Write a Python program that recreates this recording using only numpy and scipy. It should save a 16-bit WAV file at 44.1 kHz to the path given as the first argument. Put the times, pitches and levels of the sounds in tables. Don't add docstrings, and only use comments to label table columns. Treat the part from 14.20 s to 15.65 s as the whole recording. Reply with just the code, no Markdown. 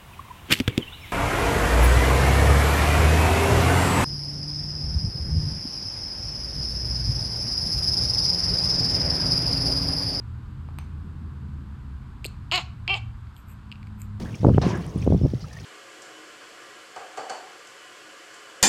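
import sys
import numpy as np
from scipy import signal
from scipy.fft import rfft, irfft
from scipy.io import wavfile
from scipy.ndimage import uniform_filter1d

SR = 44100
rng = np.random.default_rng(int(sys.argv[2]) if len(sys.argv) > 2 else 0)


def inscribe(sig):
    pcm = np.round(np.clip(np.atleast_2d(sig).T, -1, 1) * 32767)
    wavfile.write(sys.argv[1], SR, pcm.astype(np.int16))


N = 63945
T = np.arange(N) / SR
F = np.arange(N // 2 + 1) * SR / N + 0.0011

# t/s, level/dB
GUST_ENVELOPE = [(0, -35.5), (.045, -29.5), (.095, -35.5), (.14, -29), (.18, -50), (.205, -27.5),
                 (.235, -21.5), (.265, -16), (.36, -15.5), (.41, -24.5), (.5, -26), (.58, -30.5),
                 (.64, -36.5), (.68, -28.5), (.735, -45), (.765, -21.5), (.79, -27.5), (.85, -22.5),
                 (.89, -18), (.955, -16), (.99, -29), (1.05, -14), (1.09, -29.5), (1.15, -29), (1.205, -41),
                 (1.24, -29.5), (1.28, -41.5), (1.45, -37)]
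# f/Hz, level/dB
FLUTTER_EQ = [(20, -37), (35, -21.5), (50, -5), (70, 1.5), (110, 0.5), (180, -5), (260, -16), (400, -25),
              (700, -47), (1500, -48), (3000, -89.5)]
# t/s, level/dB
POUR_ENVELOPE = [(0, -42.5), (.08, -48), (.2, -49), (.4, -50), (.6, -46.5), (.72, -50.5), (.82, -47.5),
                 (1.0, -50.5), (1.2, -49.5), (1.45, -47.5)]
# f/Hz, level/dB
STREAM_EQ = [(150, -17.5), (500, 5), (1000, -5.5), (1800, -8), (3000, -8.5), (4000, -12), (5600, -10),
             (7200, -16.5), (10000, -19.5), (12500, -26), (16000, -25)]
# t/s, level/dB
SLOSH_ENVELOPE = [(0, -39), (.1, -44.5), (.2, -55), (.45, -49.5), (.74, -40.5), (1.15, -57), (1.45, -67)]
# f/Hz, level/dB
SLOSH_EQ = [(120, -14), (230, 2), (400, 1), (750, -14.5), (1100, -12.5), (2500, -49)]
# t/s, level/dB, f/Hz, length/s
DROPS = [(0, -64, 4900, 0.034), (0.054, -49, 1660, 0.053), (0.141, -42, 2560, 0.01),
         (0.151, -48.5, 5900, 0.012), (0.334, -47.5, 1450, 0.024), (0.341, -47.5, 2760, 0.026),
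         (0.551, -47.5, 6000, 0.015), (0.633, -50.5, 2700, 0.023), (0.815, -49, 5600, 0.014),
         (0.823, -34, 2570, 0.0053), (1.205, -50, 4800, 0.038), (1.24, -45, 1320, 0.014),
         (1.326, -45.5, 5240, 0.012), (1.384, -46.5, 2250, 0.0097), (1.398, -45, 5360, 0.0068),
         (1.44, -47, 3270, 0.021)]
# t/s, level/dB, f/Hz, decay/s
PLINKS = [(.008, -26.5, 227, 0.057), (.423, -33, 1016, 0.041), (.433, -27, 712, 0.025),
          (0.503, -25, 970, 0.015), (0.777, -29, 9600, 0.0019), (1.021, -48, 5300, 0.019),
          (1.367, -26, 1860, 0.0035)]
# t/s, level/dB
TICKS = [(.155, -55), (0.267, -52), (0.477, -47.5), (0.572, -50), (0.663, -47), (.844, -51.5),
         (1.331, -49.5), (1.37, -59)]
# t/s, peak level/dB, f/Hz
THUMPS = [(0.233, -17, 318), (.248, -2.5, 454), (.255, -4, 292), (.267, -26.5, 740), (0.269, -1, 192),
          (0.287, -6.5, 285), (.294, -17, 537), (0.303, -9, 195), (0.318, -25, 202), (0.347, -11, 208),
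          (.381, -13, 696), (.382, -3, 302), (0.467, -7, 185), (0.679, -22, 69), (0.761, -13, 177),
          (.866, -12, 277), (0.877, -4.5, 163), (0.905, -7.5, 226), (.924, -8.5, 322), (0.935, -6.5, 131),
          (.947, -8.5, 258), (0.965, -16, 91), (1.015, -13.5, 218), (1.036, -11.5, 171), (1.051, -6, 180),
          (1.062, -11, 253), (1.137, -12.5, 221), (1.152, -21.5, 57)]
# t/s, level/dB, half length/s
BLASTS = [(0.248, -21.5, 0.01), (0.286, -23, 0.022), (0.382, -22, 0.0068), (0.877, -20.5, 0.0032),
          (0.939, -31.5, 0.016), (1.052, -27.5, 0.0094)]
# f/Hz, level/dB
BLAST_EQ = [(60, -21.5), (160, 3.5), (300, -8.5), (500, 2), (800, -10), (1300, -30), (2000, -58),
            (4000, -79)]
# f/Hz, level/dB, hold/s, t60/s
SPLASH_BANDS = [(188, -30, 0.19, 0.26), (372, -31.5, .15, 0.3), (608, -36, 0.086, 0.44),
                (950, -40, 0.15, 0.26), (1623, -42.5, 0.14, 0.52), (2530, -44.5, 0.12, 0.17),
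                (3840, -45.5, 0.049, 0.15), (5150, -49, 0.104, 0.11), (8340, -67, 0.097, 0.49),
                (13000, -81, .09, .4)]
# f/Hz, width/share of f, level/dB
AIR_POCKETS = [(703, 0.012, -44.5), (1065, 0.12, -40.5)]
# t/s, level/dB, f/Hz, length/s
SPRAY_SURGES = [(0.415, -38.5, 4530, 0.021), (0.45, -60, 9400, 0.026), (0.485, -43, 5400, 0.027)]
# t/s, level/dB, f/Hz, length/s
BUBBLE_CLOUDS = [(0.537, -38.5, 1660, 0.032), (1.02, -64, 5340, 0.21), (1.31, -51.5, 1810, 0.091)]

MIC_CUT_HZ, MIC_CUT_Q = 123.5, 2.77
EDDIES_PER_S, EDDY_HZ, EDDY_STEEPNESS = 90, 207, 1.78
BUBBLES_PER_S, BUBBLE_LOW_HZ, BUBBLE_HIGH_HZ = 830, 699.4, 6887
SPLASH_START_S, SPLASH_ATTACK_S, SPLASH_SAG_DB_PER_S, POCKET_T60_S = 0.413, 0.0038, 12.5, 1


def undb(db):
    return 10 ** (np.asarray(db) / 20)


def unit(x):
    return x / (np.std(x) + 1e-12)


def envelope(rows):
    return undb(np.interp(T, *np.array(rows).T))


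def eq(x, rows):
    hz, db = np.array(rows).T
    return unit(irfft(rfft(x) * undb(np.interp(np.log(F), np.log(hz), db)), N))


def band(x, hz, width):
    edges = np.minimum(hz * np.exp(np.array([-width, width]) / 2), [SR / 2 - 2000, SR / 2 - 1000])
    return unit(signal.sosfilt(signal.butter(2, edges, "band", fs=SR, output="sos"), x))


def eddy(hz):
    push = F / hz * np.exp(-(F / hz) ** EDDY_STEEPNESS / EDDY_STEEPNESS)
    s = 1j * F / MIC_CUT_HZ
    spectrum = push * 1j * s ** 2 / (s ** 2 + s / MIC_CUT_Q + 1)
    return spectrum / np.abs(irfft(spectrum, N)).max()


def wind():
    gust = envelope(GUST_ENVELOPE)
    rumble = eq(rng.standard_normal(N), FLUTTER_EQ)
    rumble_rms = np.sqrt(uniform_filter1d(rumble ** 2, size=1100, mode="wrap"))
    flutter = eq(rumble / rumble_rms, [(1000, 0), (3000, -30)])
    kicks = (rng.random(N) < EDDIES_PER_S / SR) * rng.standard_normal(N)
    eddies = unit(irfft(rfft(kicks) * eddy(EDDY_HZ), N))
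    eddy_swell = gust.max() * (gust / gust.max()) ** 1.1
    return gust * flutter + undb(-23) * eddy_swell * eddies


def patter(spread_db):
    return rng.standard_normal(N) * undb(spread_db * np.repeat(rng.standard_normal(N // 64 + 1), 64)[:N])


def bubble(age, hz, decay_s, glide):
    fade = age / decay_s
    return np.sin(2 * np.pi * hz * age * (1 + glide * np.tanh(fade / 4) / 2)) * np.exp(-fade)


def stream():
    bubbles, age = np.zeros(N + 4096), T[:4096]
    spray = eq(patter(spread_db=2.5), STREAM_EQ)
    for when, pitch, strength, ring in rng.random((int(BUBBLES_PER_S * N / SR), 4)):
        start = int(when * N)
        hz = BUBBLE_LOW_HZ * (BUBBLE_HIGH_HZ / BUBBLE_LOW_HZ) ** pitch
        decay_s = 11.5 * (0.53 + ring) / hz
        accent_db = -3.5 * np.log(1 - 0.97 * strength)
        gain = undb(accent_db) * np.sqrt(hz / decay_s)
        bubbles[start:start + len(age)] += gain * bubble(age, hz, decay_s, glide=0.055)
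    return envelope(POUR_ENVELOPE) * (undb(-6.5) * eq(bubbles[:N], STREAM_EQ) + undb(-3.5) * spray)


def slosh():
    return envelope(SLOSH_ENVELOPE) * eq(patter(spread_db=3.0), SLOSH_EQ)


def spatter(start, db, hz, length, width):
    age = np.maximum(T - start, 0)
    shape = np.minimum(age / 0.0027, 1) * np.exp(-(age / length) ** 2)
    return undb(db) * shape * band(patter(spread_db=-0.5), hz, width)


def drops():
    return sum(spatter(*row, width=0.27) for row in DROPS)


def plinks():
    out = 0
    for start, db, hz, decay_s in PLINKS:
        age = np.maximum(T - start, 0)
        attack = np.minimum(age / 0.0051, 1)
        out += undb(db) * attack * bubble(age, hz, decay_s, glide=0.0074)
    return out


def ticks():
    return sum(spatter(start, db, hz=9500, length=0.0043, width=0.31) for start, db in TICKS)


def thumps():
    return irfft(sum(undb(db) * eddy(hz) * np.exp(-2j * np.pi * F * t) for t, db, hz in THUMPS), N)


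def blasts():
    swells = sum(undb(db) * np.exp(-((T - t) / half) ** 2) for t, db, half in BLASTS)
    return swells * eq(rng.standard_normal(N), BLAST_EQ)


def splash():
    age, wash = np.maximum(T - SPLASH_START_S, 0), 0
    for hz, db, hold, t60 in SPLASH_BANDS:
        fall_db = SPLASH_SAG_DB_PER_S * age + np.maximum(age - hold, 0) * 60 / t60
        wash += undb(db - fall_db) * band(patter(spread_db=2.0), hz, width=0.41)
    gurgle = sum(undb(db) * band(rng.standard_normal(N), hz, width) for hz, width, db in AIR_POCKETS)
    gurgle *= undb(-60 * age / POCKET_T60_S)
    spray = sum(spatter(*row, width=0.44) for row in SPRAY_SURGES)
    return np.minimum(age / SPLASH_ATTACK_S, 1) * (wash + gurgle) + spray


def bubble_clouds():
    return sum(spatter(*row, width=0.063) for row in BUBBLE_CLOUDS)


def scene():
    air = wind() + thumps() + blasts()
    water = splash() + stream() + drops() + plinks() + bubble_clouds() + ticks() + slosh()
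    return (air + water)[None]


def record(dry):
    low_cut = signal.sosfilt(signal.butter(1, 30, "high", fs=SR, output="sos"), dry)
    return signal.sosfilt(signal.ellip(8, 0.2, 70, 16000, fs=SR, output="sos"), low_cut)


dry = scene()
out = record(dry)
inscribe(out)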